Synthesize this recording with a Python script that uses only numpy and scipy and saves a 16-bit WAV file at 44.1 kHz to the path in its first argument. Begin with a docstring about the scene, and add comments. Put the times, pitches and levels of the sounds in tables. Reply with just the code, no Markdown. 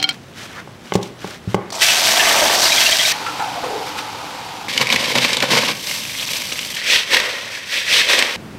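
"""Ice knocks on a glass bowl of water, opening a string of hard cuts: making potato chips in a kitchen.
A paper towel rustles and crackles as palms pat the slices dry on a board. In hot oil, bursting steam
sizzles and ringing bubbles boil, deepening under a scoop. The brittle chips click and drum into a
wooden bowl, are salted and tossed twice. Ventilation hums throughout and is left alone at the end."""
import sys
import numpy as np
from scipy import signal
from scipy.fft import rfft, irfft
from scipy.io import wavfile
from scipy.ndimage import uniform_filter1d

SR = 44100
rng = np.random.default_rng(int(sys.argv[2]) if len(sys.argv) > 2 else 0)


def transcribe(u):
    """Save the signal u as a 16-bit wav file named by the first command-line argument.

    u: samples, shape (n,) or (channels, n), limited to [-1, 1]; the rate is SR.
    q: integer samples, one column per channel.
    """
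    v = np.clip(np.atleast_2d(u).T, -1, 1)
    q = np.round(v * 32767).astype(np.int16)
    wavfile.write(sys.argv[1], SR, q)


N = 378535
TIME = np.arange(N) / SR

# spans between the cuts: (start [s], end [s])
RINSING, DRYING, FRYING, STIRRING = (0, 0.123), (0.123, 1.72), (1.72, 3.125), (3.125, 4.68)
POURING, SALTING, TOSSING = (4.68, 5.725), (5.725, 6.76), (6.76, 8.362)

# spectrum of a sharp crack: (frequency [Hz], level [dB per Hz])
CRACK = [(300, -19), (2000, -5), (5500, -5), (8000, -9), (11000, -22.5), (16000, -22.5)]
# spectrum of falling chips: (frequency [Hz], level [dB per Hz])
CRISP = [(820, -22.5), (1400, -16.5), (1580, -9), (2010, -5.5), (2230, -1), (2490, -4.5), (3540, -5),
         (5150, -8), (6760, -15.5), (8350, -19), (10200, -24.5), (12600, -23.5), (15600, -36)]
# body of the wooden bowl, standing and held: (frequency [Hz], level [dB per Hz])
BOWL_STANDING = [(59, -70), (100, -15), (134, -5), (167, -14), (242, -1), (280, -7.5), (364, -11),
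                 (389, -12), (523, -1.5), (592, -3.5), (679, -10), (1070, -4), (1290, -15), (1500, -12),
                 (1950, -17), (3300, -120)]
BOWL_HELD = [(120, -48), (200, -22), (221, -13), (264, -14), (393, -10), (541, -1.5), (733, -11.5),
             (817, -12.5), (1000, -5.5), (1280, -11), (1500, -9), (1950, -12.5), (3300, -120)]
# clack of the held bowl's wall: (frequency [Hz], level [dB], t60 [s])
WALL_HELD = [(1875, -11.5, 0.054)]


def from_db(db):
    """Decibels to gain."""
    return 10 ** (np.asarray(db) / 20)


def rms_one(x):
    """Scale to unit rms."""
    return x / np.sqrt(np.mean(x ** 2) + 1e-20)


def peak_one(x):
    """Scale to unit peak."""
    return x / np.abs(x).max()


def add(out, s, sound):
    """Mix a sound in at s seconds."""
    i = max(0, round(s * SR))
    out[i:i + len(sound)] += sound[:N - i]


def cut(x, hz, kind, order=2):
    """Low-pass or high-pass."""
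    return signal.sosfilt(signal.butter(order, hz, kind, fs=SR, output="sos"), x)


def resonate(x, hz, width_hz):
    """One resonance with gain 1 at its peak."""
    return signal.lfilter(*signal.iirpeak(hz, max(hz / width_hz, hz / 10000), fs=SR), x + 1e-18)


def colour(x, spectrum, size=4096):
    """Minimum-phase EQ with the given spectrum; white noise keeps its power."""
    hz, db = np.transpose(spectrum)
    gain = from_db(np.interp(np.log(np.fft.rfftfreq(size, 1 / SR) + 1), np.log(hz), db))
    cepstrum = irfft(np.log(rms_one(gain)))[:size // 2]
    cepstrum[1:] *= 2
    impulse = irfft(np.exp(rfft(cepstrum, size)))
    return signal.fftconvolve(x, impulse)[:len(x)]


def in_time(curve):
    """Envelope through (time, value) breakpoints."""
    return np.interp(TIME, *np.transpose(curve))


def together(*levels_db):
    """Level of unrelated sounds heard at once."""
    return 10 * np.log10(sum(from_db(db) ** 2 for db in levels_db) + 1e-18)


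def swells(rows, rise_db_per_s, fall_db_per_s):
    """Gestures (start, hold, levels...) that rise, hold and fall; one dB envelope per level column."""
    t = TIME[::40]
    start, hold, *columns = np.transpose(rows)[:, :, None]
    attack_db = -rise_db_per_s * np.maximum(start - t, 0)
    release_db = -fall_db_per_s * np.maximum(t - start - hold, 0)
    return [np.interp(TIME, t, together(*(attack_db + release_db + db))) for db in columns]


def hump(centre_s, width_s):
    """A smooth rise to 1 and return to 0."""
    return np.exp(-((TIME - centre_s) / width_s) ** 2)


def flutter(per_s):
    """Random wobble gliding between values with a spread of 1."""
    knots = rng.standard_normal(400)
    return np.interp(TIME * per_s, np.arange(len(knots)), knots)


def fade(t60, size=16384):
    """Exponential decay from 1."""
    return from_db(-60 * TIME[:size] / t60)


def burst(t60):
    """A crumbling contact: noise that dies away."""
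    decay = fade(t60)
    return decay * rng.standard_normal(len(decay))


def struck(modes, size=32768):
    """A body's modes ringing after one blow."""
    t = TIME[:size]
    return sum(from_db(db) * fade(t60, size) * np.sin(2 * np.pi * hz * t) for hz, db, t60 in modes)


def snap(hz, t60, spectrum, focus):
    """A brittle contact that favours a pitch of its own; peak 1."""
    noise = burst(t60)
    return peak_one(colour(noise + focus * resonate(noise, hz, hz / 3), spectrum))


def bubble(hz, cycles, rise, size=4096):
    """A bubble rings for some cycles and rises in pitch as it nears the surface."""
    life_s = cycles / hz
    pitch = hz * (1 + rise * np.minimum(TIME[:size] / life_s, 1))
    return fade(life_s, size) * np.sin(2 * np.pi * np.cumsum(pitch) / SR)


def grains(span, level_db, spectrum, per_s, spread_db, q, grain_s=0.00081, focus_hz=None, focus=0):
    """A bed of tiny random events, denser when it is loud; they may favour a moving pitch."""
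    start, end = (round(s * SR) for s in span)
    n, level = end - start, from_db(level_db[start:end])
    born = rng.random(n) < per_s * np.sqrt(level / level.mean()) / SR
    clicks = born * from_db(spread_db * np.minimum(rng.exponential(1, n), 4))
    contact = np.sqrt(signal.lfilter([1], [1, -np.exp(-1 / (grain_s * SR))], clicks ** 2 + 1e-18))
    # every grain rings a bank of resonances with strengths of its own
    rings = np.zeros(n)
    for hz in np.geomspace(110, 15000, 26):
        near = 0 if focus_hz is None else np.exp(-(2 * np.log2(hz / focus_hz[start:end])) ** 2)
        rings += (1 + focus * near) * resonate(contact * rng.standard_normal(n), hz, hz / q)
    bed = colour(rings, spectrum)
    bed /= np.sqrt(uniform_filter1d(bed ** 2, size=2600) + 1e-18)   # even out before the envelope
    return np.pad(bed * level, (start, N - end))


def pops(span, level_db, low_hz, high_hz, cycles, spread_db, rise, count):
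    """Single pings that stand out of a dense bed, at random times and pitches."""
    out = np.zeros(N)
    for when, height, strength in rng.random((count, 3)):
        s = span[0] + when * (span[1] - span[0])
        db = level_db[int(s * SR)] + spread_db * strength ** 2
        hz = low_hz * (high_hz / low_hz) ** height
        add(out, s, from_db(db) * bubble(hz, cycles, rise))
    return out


def ice_water():
    """Hands swish the water and ice cubes knock the glass into ringing."""
    # water round the hands: (time [s], level [dB])
    swish = [(0, -31), (0.03, -31), (0.07, -37), (0.11, -30), (0.123, -35)]
    # spectrum of the swish: (frequency [Hz], level [dB per Hz])
    water = [(100, 7), (500, -6), (2500, 1), (5000, 0.5), (8000, -28.5), (15000, -38)]
    # ice on glass: (time [s], ring [dB], brightest frequency [Hz], crack [dB])
    knocks = [(0.0005, -16, 4300, -40), (0.027, -7.5, 5400, -14), (0.0412, -1.5, 3380, -43),
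              (0.0904, -4.5, 2670, -15), (0.108, -19, 4000, -40)]
    # glass bowl, damped by the water: (frequency [Hz], level [dB], t60 [s])
    glass = [(298, -17, 0.81), (768, -10.5, 0.16), (1420, -16.5, 0.17), (2260, -10, 0.059),
             (3170, -4, 0.054), (4210, -3, 0.031), (5400, -17, 0.033), (6920, -30, .06), (7725, -42.5, .05)]
    out = grains(RINSING, in_time(swish), water, per_s=1900, spread_db=3.5, q=10)
    ring = struck(glass)
    for s, db, hz, crack_db in knocks:
        add(out, s, from_db(db) * resonate(ring, hz, hz * 0.73))
        add(out, s, from_db(crack_db) * colour(burst(0.029), CRACK))
    add(out, 0, from_db(-19.5) * cut(ring, 2200, "low"))   # low modes ring on under the knocks
    return out * (TIME < RINSING[1])


def room_hum():
    """Ventilation rumbles and its duct drones; the levels jump at some of the cuts."""
    # hum mix: (start [s], rumble [dB], drone [dB])
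    levels = [(0, -40.5, -46.5), (1.72, -42, -47.5), (4.68, -44, -42.5), (6.76, -46, -55.5),
              (8.362, -36, -38)]
    # spectrum of the rumble: (frequency [Hz], level [dB per Hz])
    spectrum = [(25, -61), (60, -13), (110, 0), (190, -4.5), (400, -8.5), (800, -13.5), (2000, -19),
                (5000, -27.5), (15000, -42)]
    starts, rumble_db, drone_db = np.transpose(levels)
    step = np.searchsorted(starts[1:], TIME)
    rumble = colour(rng.standard_normal(N), spectrum)
    duct = resonate(rng.standard_normal(N), hz=188, width_hz=140)
    drone = rms_one(cut(duct, 330, "low"))
    return from_db(rumble_db)[step] * rumble + from_db(drone_db)[step] * drone


def paper_towel():
    """The sheet flaps down and rubs on the slices, dotted with sharp ticks."""
    # hand strokes, then the dull room ring after the last pat:
    # (start [s], hold [s], rustle [dB], flap [dB])
    gestures = [(0.13, 0.015, -41, -45), (0.385, 0.076, -36.5, -38.5), (0.5, .06, -42.5, -41),
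                (0.58, 0.017, -41, -32), (0.86, 0.12, -43.5, -45), (1.025, 0.055, -40.5, -48),
                (1.22, .135, -39, -39.5), (1.497, .04, -41, -42.5), (1.6, 0.083, -66, -44)]
    # the paper's bright rustle and soft flap: (frequency [Hz], level [dB per Hz])
    rustle = [(1180, -35), (2000, -9), (3040, -3.5), (4790, -9.5), (5940, -9.5), (9510, -20.5),
              (13600, -24), (15500, -28)]
    flap = [(290, -59), (500, -19), (688, -16), (888, -19.5), (1470, -13), (2300, -18), (2990, -31),
            (5060, -120)]
    # sharp ticks: paper creases, a palm's slap and a click at the cut: (time [s], level [dB], pitch [Hz])
    ticks = [(0.6, -35, 1760), (0.9374, -10.5, 2650), (0.9454, -13, 2340), (0.9535, -8, 1850),
             (1.029, -12, 3580), (1.274, -19.5, 2460), (1.307, -20, 1530), (1.5453, -10, 2210),
             (1.7035, -13.5, 4950)]
    rustle_db, flap_db = swells(gestures, rise_db_per_s=300, fall_db_per_s=420)
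    rustle_db, flap_db = together(rustle_db, -53), together(flap_db, -58)   # hands never lie quite still
    out = grains(DRYING, rustle_db, rustle, per_s=2600, spread_db=2, q=2.5, grain_s=0.00037)
    out += grains(DRYING, flap_db, flap, per_s=1500, spread_db=1, q=5.1)
    for s, db, hz in ticks:
        add(out, s, from_db(db - 4) * snap(hz, 0.03, CRACK, focus=0.55))
    return out


def pats():
    """Palms thump the board and the room answers; a softer contact reaches fewer of its modes."""
    # pats on the slices: (time [s], level [dB], low cut [Hz], high cut [Hz])
    hits = [(0.675, -20.5, 650, 1500), (0.922, -3.5, 696, 2950), (0.954, 2, 160, 700),
            (1.245, -12, 300, 1200), (1.475, -1.5, 40, 128), (1.5449, 0, 180, 2100)]
    # board on the counter: (frequency [Hz], level [dB], t60 [s])
    board = [(113.6, -7, 0.16), (187.5, -3, 0.067), (405, -1.5, 0.025), (565, -9.5, 0.03), (826, -4, 0.018),
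             (1075, -8.5, 0.019), (1500, -15, 0.02), (2080, -8.5, 0.012), (2980, -10, .012)]
    out = np.zeros(N)
    for s, db, low_hz, high_hz in hits:
        blow = struck(board)
        add(blow, 0, from_db(-20) * burst(0.013))
        blow = cut(blow, low_hz, "high", order=1)
        add(out, s, from_db(db) * cut(blow, high_hz, "low"))
    out = cut(out, 144, "high")   # a small board radiates no deep bass
    return out + from_db(-15.5) * kitchen(cut(out, 245, "high"))


def kitchen(x):
    """Diffuse, dull tail of a small room."""
    tail = cut(rng.standard_normal(SR) * fade(t60=0.51, size=SR), 1830, "low", order=1)
    tail *= np.clip(TIME[:SR] / 0.019, 0, 1) ** 2   # the walls answer after a few metres
    return signal.fftconvolve(x, tail / np.linalg.norm(tail))[:N]


def frying_slices():
    """Raw slices meet the oil: tiny steam bursts sizzle while larger bubbles swell and ebb in the pot."""
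    # bright sizzle and low boil: (frequency [Hz], level [dB per Hz])
    sizzle = [(710, -29), (1200, -5.5), (1440, -8), (1550, 3.5), (1670, -2.5), (2770, -3.5), (4950, -2),
              (6010, -0.5), (6760, -4.5), (8110, -6), (10800, -13.5), (12600, -10.5), (15600, -19.5)]
    boil = [(100, -39), (170, -39), (227, -9), (269, -22.5), (296, -12), (369, -12), (481, -13.5), (697, 1),
            (789, -7.5), (909, -4), (1400, -12.5), (1820, -55), (3080, -120)]
    # wandering focus of the sizzle: (time [s], pitch [Hz])
    sizzle_pitch = [(1.72, 4500), (1.84, 2670), (2.05, 3360), (2.27, 2500), (2.48, 3000), (2.62, 4470),
                    (2.8, 3460), (3.12, 3520)]
    plunge_s, rise_db_per_s, ebb_db_per_s, idle_db = 1.82, 598, 0.6, -30
    before, after = np.maximum(plunge_s - TIME, 0), np.maximum(TIME - plunge_s, 0)
    flash_db = 3 * np.exp(-after / 0.061)   # surface water flashes off first
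    sputter_db = 1.06 * flutter(per_s=35)
    sizzle_db = together(idle_db, -14.5 - rise_db_per_s * before + flash_db)
    sizzle_db += sputter_db - ebb_db_per_s * after
    boil_db = -30.5 + 11.5 * hump(centre_s=2.39, width_s=0.41)
    out = grains(FRYING, sizzle_db - 0.7, sizzle, per_s=3800, spread_db=1, q=4.5, grain_s=0.00008,
                 focus_hz=in_time(sizzle_pitch), focus=1)
    out += grains(FRYING, boil_db - 0.5, boil, per_s=600, spread_db=2, q=5.4)
    out += pops(FRYING, boil_db - 4, 560, 900, cycles=45, spread_db=9, rise=0.04, count=36)
    out += pops(FRYING, sizzle_db - 6, 1700, 6400, cycles=65, spread_db=11, rise=0.06, count=260)
    return out


def spitting_oil():
    """The oil spits as wet slices or the scoop break its surface."""
    # spits: (time [s], level [dB], pitch [Hz])
    spits = [(1.724, -15, 4970), (1.75, -17, 7100), (1.817, -5, 3150), (1.8284, -7, 4280),
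             (1.8847, -2.5, 2660), (2.428, -14, 1580), (2.8045, -3, 2900), (3.2645, -15, 1400),
             (3.396, -14, 1310), (3.4204, -21, 1210), (3.639, -16, 1070), (3.986, -17, 1180)]
    out = np.zeros(N)
    for s, db, hz in spits:
        add(out, s, from_db(db - 1) * snap(hz, 0.1, CRACK, focus=12))
    return out


def steam_pockets():
    """Trapped steam cracks free as a bubble and a cluster of like-sized followers, with a ring above."""
    # small pockets sputter out of wet slices, large ones gulp under the scoop:
    # (time [s], level [dB], pitch [Hz], upper ring against the lower [dB])
    gulps = [(2.195, -9.5, 1750, 0.5), (2.655, -15, 2900, 5), (2.72, -10, 2400, 1), (2.78, -15, 2040, 7),
             (2.858, -8.5, 2760, -1), (2.92, -12.5, 1960, 3), (2.993, -12.5, 2020, 5.5),
             (3.05, -13, 2310, 5.5), (3.264, -28, 843, 10.5), (3.395, -14.5, 850, -9), (3.42, -18, 820, -7),
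             (3.46, -23, 810, -12), (3.555, -18.5, 690, -12), (3.637, -19.5, 475, 0),
             (3.70, -19.5, 478, -5), (3.738, -19.5, 455, -4), (3.805, -27.5, 477, 5.5)]
    out = np.zeros(N)
    for s, low_db, low_hz, upper_db in gulps:
        crack_gain = from_db(low_db + upper_db - 7) * (low_hz / 2300) ** 2   # large pockets open softly
        add(out, s, crack_gain * snap(low_hz, 0.04, CRACK, focus=1.5))
        for db, hz in (low_db, low_hz), (low_db + upper_db, low_hz * 1.623):
            width_hz = 45 + 0.056 * hz
            followers = burst(0.18 * np.sqrt(800 / hz))   # small bubbles die sooner
            cluster = resonate(resonate(followers, hz, width_hz), hz, 1.9 * width_hz)
            add(out, s, from_db(db) * peak_one(cluster))
            add(out, s, from_db(db - 5.5) * bubble(hz, cycles=57, rise=0.03))
    return out


def stirred_oil():
    """Nearly dry chips fizz ever less; the bubbling gets louder and deeper as the scoop goes under."""
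    # thin fizz and low bubbling: (frequency [Hz], level [dB per Hz])
    fizz = [(760, -22), (1300, -4), (1400, -7.5), (1490, -5), (1760, -11.5), (2380, -6.5), (2580, -7.5),
            (4720, -10), (10500, -25), (12800, -24.5), (15600, -33)]
    bubbling = [(140, -34), (230, -15), (259, -10), (300, 2), (343, -15.5), (395, -4), (421, -12),
                (488, -0.5), (604, -10), (859, 4), (1160, -8), (1500, -16.5), (1950, -16), (3300, -120)]
    # the scoop turns chips over and frees more fizz: (start [s], hold [s], level [dB])
    turns = [(3.872, .02, -31), (3.982, 0.012, -25.5)]
    fizz_ebb_db_per_s, bubbling_ebb_db_per_s, dip_octaves = 3.5, 2.5, 0.74
    stirred_s = TIME - STIRRING[0]
    dip = hump(centre_s=3.73, width_s=0.11)
    turn_db, = swells(turns, rise_db_per_s=600, fall_db_per_s=603)
    fizz_db = together(-29 - fizz_ebb_db_per_s * stirred_s, turn_db)
    bubbling_db = -30 - bubbling_ebb_db_per_s * stirred_s + 3 * dip
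    bubbling_hz = 875 * 2 ** (-dip_octaves * dip)
    out = grains(STIRRING, fizz_db - 0.6, fizz, per_s=11000, spread_db=2.5, q=4.8)
    out += grains(STIRRING, bubbling_db, bubbling, per_s=1500, spread_db=1, q=5.4,
                  focus_hz=bubbling_hz, focus=0.45)
    return out + pops(STIRRING, fizz_db - 4, 1130, 4900, cycles=40, spread_db=6.5, rise=0.06, count=160)


def poured_chips():
    """Clumps of brittle chips click and drum into the standing bowl."""
    # clumps tumbling in: (start [s], hold [s], crisp [dB], bowl [dB])
    clumps = [(4.69, 0.093, -26, -35), (4.812, 0.009, -19, -20), (4.925, .02, -17.5, -21),
              (5.0, 0.13, -21, -26), (5.159, .025, -18.5, -19.5), (5.232, 0.016, -14, -25),
              (5.28, 0.072, -21, -28.5), (5.43, .01, -21.5, -18.5), (5.515, 0.073, -14.5, -17.5),
              (5.62, 0.093, -19.5, -24.5)]
    crisp_db, drum_db = swells(clumps, rise_db_per_s=379, fall_db_per_s=450)
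    crisp_db, drum_db = together(crisp_db, -27), together(drum_db, -34)   # stragglers fill the gaps
    clicks = grains(POURING, crisp_db - 0.5, CRISP, per_s=1000, spread_db=1.2, q=4.8, grain_s=0.0029)
    return clicks + grains(POURING, drum_db - 1.5, BOWL_STANDING, per_s=400, spread_db=3, q=5.1)


def single_chips():
    """A chip lands on its edge, rings briefly and knocks the wooden bowl."""
    # the loudest chips landing or shifting: (time [s], level [dB], pitch [Hz], bowl knock [dB])
    landings = [(4.683, -18, 2190, -23), (4.777, -4, 3030, -33), (4.8128, -5.5, 2200, -33),
                (4.826, -9, 2100, -33), (4.87, -9.5, 2300, -31), (4.8903, -10, 2240, -43),
                (4.9016, -6, 2400, -15.5), (4.9255, -4.5, 3520, -14), (4.9605, -4, 2290, -18.5),
                (5.1548, -7.5, 2130, -25), (5.1837, -6.5, 2970, -14), (5.2474, -8.5, 2290, -15),
                (5.331, -9.5, 3870, -20), (5.3692, -8, 4000, -17), (5.4033, -10, 3300, -28),
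                (5.424, -5.5, 2080, -14), (6.3335, -11, 3460, -33), (6.5221, -14.5, 3580, -23),
                (6.591, -10, 3070, -31), (7.1442, -5, 2880, -14), (7.168, -3.5, 1880, -26),
                (7.2005, -9.5, 1860, -36), (8.1, -11, 3660, -13), (8.1324, -6, 2540, -13),
                (8.1905, -5.5, 4170, -18), (8.2241, -3, 2470, -16)]
    # clack of the standing bowl's wall, higher than when held: (frequency [Hz], level [dB], t60 [s])
    wall_standing = [(2233, -18, 0.063)]
    out = np.zeros(N)
    for s, db, hz, knock_db in landings:
        bowl, wall = (BOWL_STANDING, wall_standing) if s < TOSSING[0] else (BOWL_HELD, WALL_HELD)
        octaves = np.log2(hz / 2500)   # smaller, higher chips tick harder and clack less
        edge_db, clack_db = db - 8 + 11 * octaves, db - 9 * octaves
        add(out, s, from_db(db + 2.5) * snap(hz, 0.031, CRISP, focus=1.5))
        add(out, s, from_db(edge_db) * snap(2 * hz, 0.016, CRACK, focus=2.5))
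        add(out, s, struck([(hz, db - 6, 0.022)]))   # the chip's own ring
        add(out, s, from_db(knock_db + 0.5) * peak_one(colour(burst(0.03), bowl)))
        add(out, s, from_db(clack_db) * struck(wall))
    return out


def salt():
    """Coarse grains tick on the chips: a steady trickle, with a spurt at each rub of the fingers."""
    # spurts: (start [s], hold [s], level [dB])
    pinches = [(5.87, 0.079, -25), (6.19, 0.021, -27), (6.29, .09, -25)]
    # spectrum of the ticks: (frequency [Hz], level [dB per Hz])
    ticks = [(260, -61), (450, -10), (588, -4.5), (692, -13.5), (1050, -6.5), (1390, -13.5), (1520, -8.5),
             (2200, -1.5), (3540, -0.5), (6220, -3.5), (6800, -9), (7660, -7), (9570, -12.5),
             (12700, -11.5), (15600, -21)]
    steady_from_s, build_db_per_s = 5.89, 26
    trickle_db = -27.5 - build_db_per_s * np.maximum(steady_from_s - TIME, 0)
    salt_db = together(trickle_db, *swells(pinches, rise_db_per_s=352, fall_db_per_s=129))
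    patter = grains(SALTING, salt_db - 0.6, ticks, per_s=1000, spread_db=1.5, q=4.8, grain_s=0.0028)
    return patter + pops(SALTING, salt_db - 4, 2100, 6350, cycles=33, spread_db=17.5, rise=0, count=130)


def tossed_chips():
    """The heap slides up the wall with a rising rustle, falls back with a duller crash and settles."""
    # small shakes and two throws: (start [s], hold [s], level [dB])
    slides = [(6.765, .008, -22), (6.91, 0.051, -11.5), (7.53, 0.046, -28.5), (7.74, 0.049, -18.5),
              (7.93, 0.068, -11.5)]
    # the heap falls back, whole or in two parts: (start [s], hold [s], level [dB])
    catches = [(7.138, 0.011, -12), (8.1, 0.045, -14), (8.186, 0.013, -15.5)]
    # spectrum of the moving heap: (frequency [Hz], level [dB per Hz])
    heap = [(790, -57), (1350, -13.5), (1870, -6.5), (2600, -3), (2970, -5.5), (3220, -2), (6210, -7),
            (6810, -14), (8110, -13), (9260, -19.5), (12600, -20.5), (15600, -29)]
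    lag_s, octaves_per_db, catch_hz = 0.032, 0.04, 2250
    slide_db, = swells(slides, rise_db_per_s=186, fall_db_per_s=173)
    crash_db, = swells(catches, rise_db_per_s=298, fall_db_per_s=600)
    settle_db = swells(catches, rise_db_per_s=298, fall_db_per_s=38.5)[0] - 6.5
    rustle_db = together(slide_db, crash_db, settle_db)
    # a faster slide is louder and higher; the pitch trails the level as the heap climbs the wall
    trailing_db = np.interp(TIME - lag_s, TIME, slide_db)
    slide_hz = 2900 * 2 ** (octaves_per_db * (trailing_db + 12))
    slide_share = from_db(slide_db - rustle_db) ** 2
    rustle_hz = slide_share * slide_hz + (1 - slide_share) * catch_hz
    out = grains(TOSSING, rustle_db - 1, heap, per_s=2800, spread_db=2, q=4.7, grain_s=0.0035,
                 focus_hz=rustle_hz, focus=1.37)
    out += from_db(-1) * resonate(out, WALL_HELD[0][0], width_hz=120)   # scraping rings the wall
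    out += pops(TOSSING, rustle_db - 10, 1680, 4330, cycles=46, spread_db=17.5, rise=0, count=260)
    drum_db = together(slide_db - 16.5, crash_db - 10, settle_db - 6.5)
    return out + grains(TOSSING, drum_db - 0.7, BOWL_HELD, per_s=700, spread_db=1, q=4.3)


def scene():
    """Each step in turn over the hum; the last cut ends both the action and the ring of the room."""
    close = ice_water() + paper_towel()
    close += frying_slices() + stirred_oil() + spitting_oil() + steam_pockets()
    close += poured_chips() + tossed_chips() + single_chips() + salt()
    reverb = from_db(-17) * kitchen(close) * (TIME > FRYING[0])
    action = (close + reverb + pats()) * (TIME < TOSSING[1])
    return (action + room_hum())[None]


def record(dry):
    """The microphone has a narrow treble notch; peaks are rounded and the top is cut."""
    notched = dry - 0.43 * resonate(dry, hz=6700, width_hz=167)
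    rounded = notched / (1 + notched ** 6) ** (1 / 6)
    low_pass = signal.ellip(10, 0.1, 80, 15700, fs=SR, output="sos")
    return signal.sosfilt(low_pass, rounded)


dry = scene()
out = record(dry)
transcribe(out)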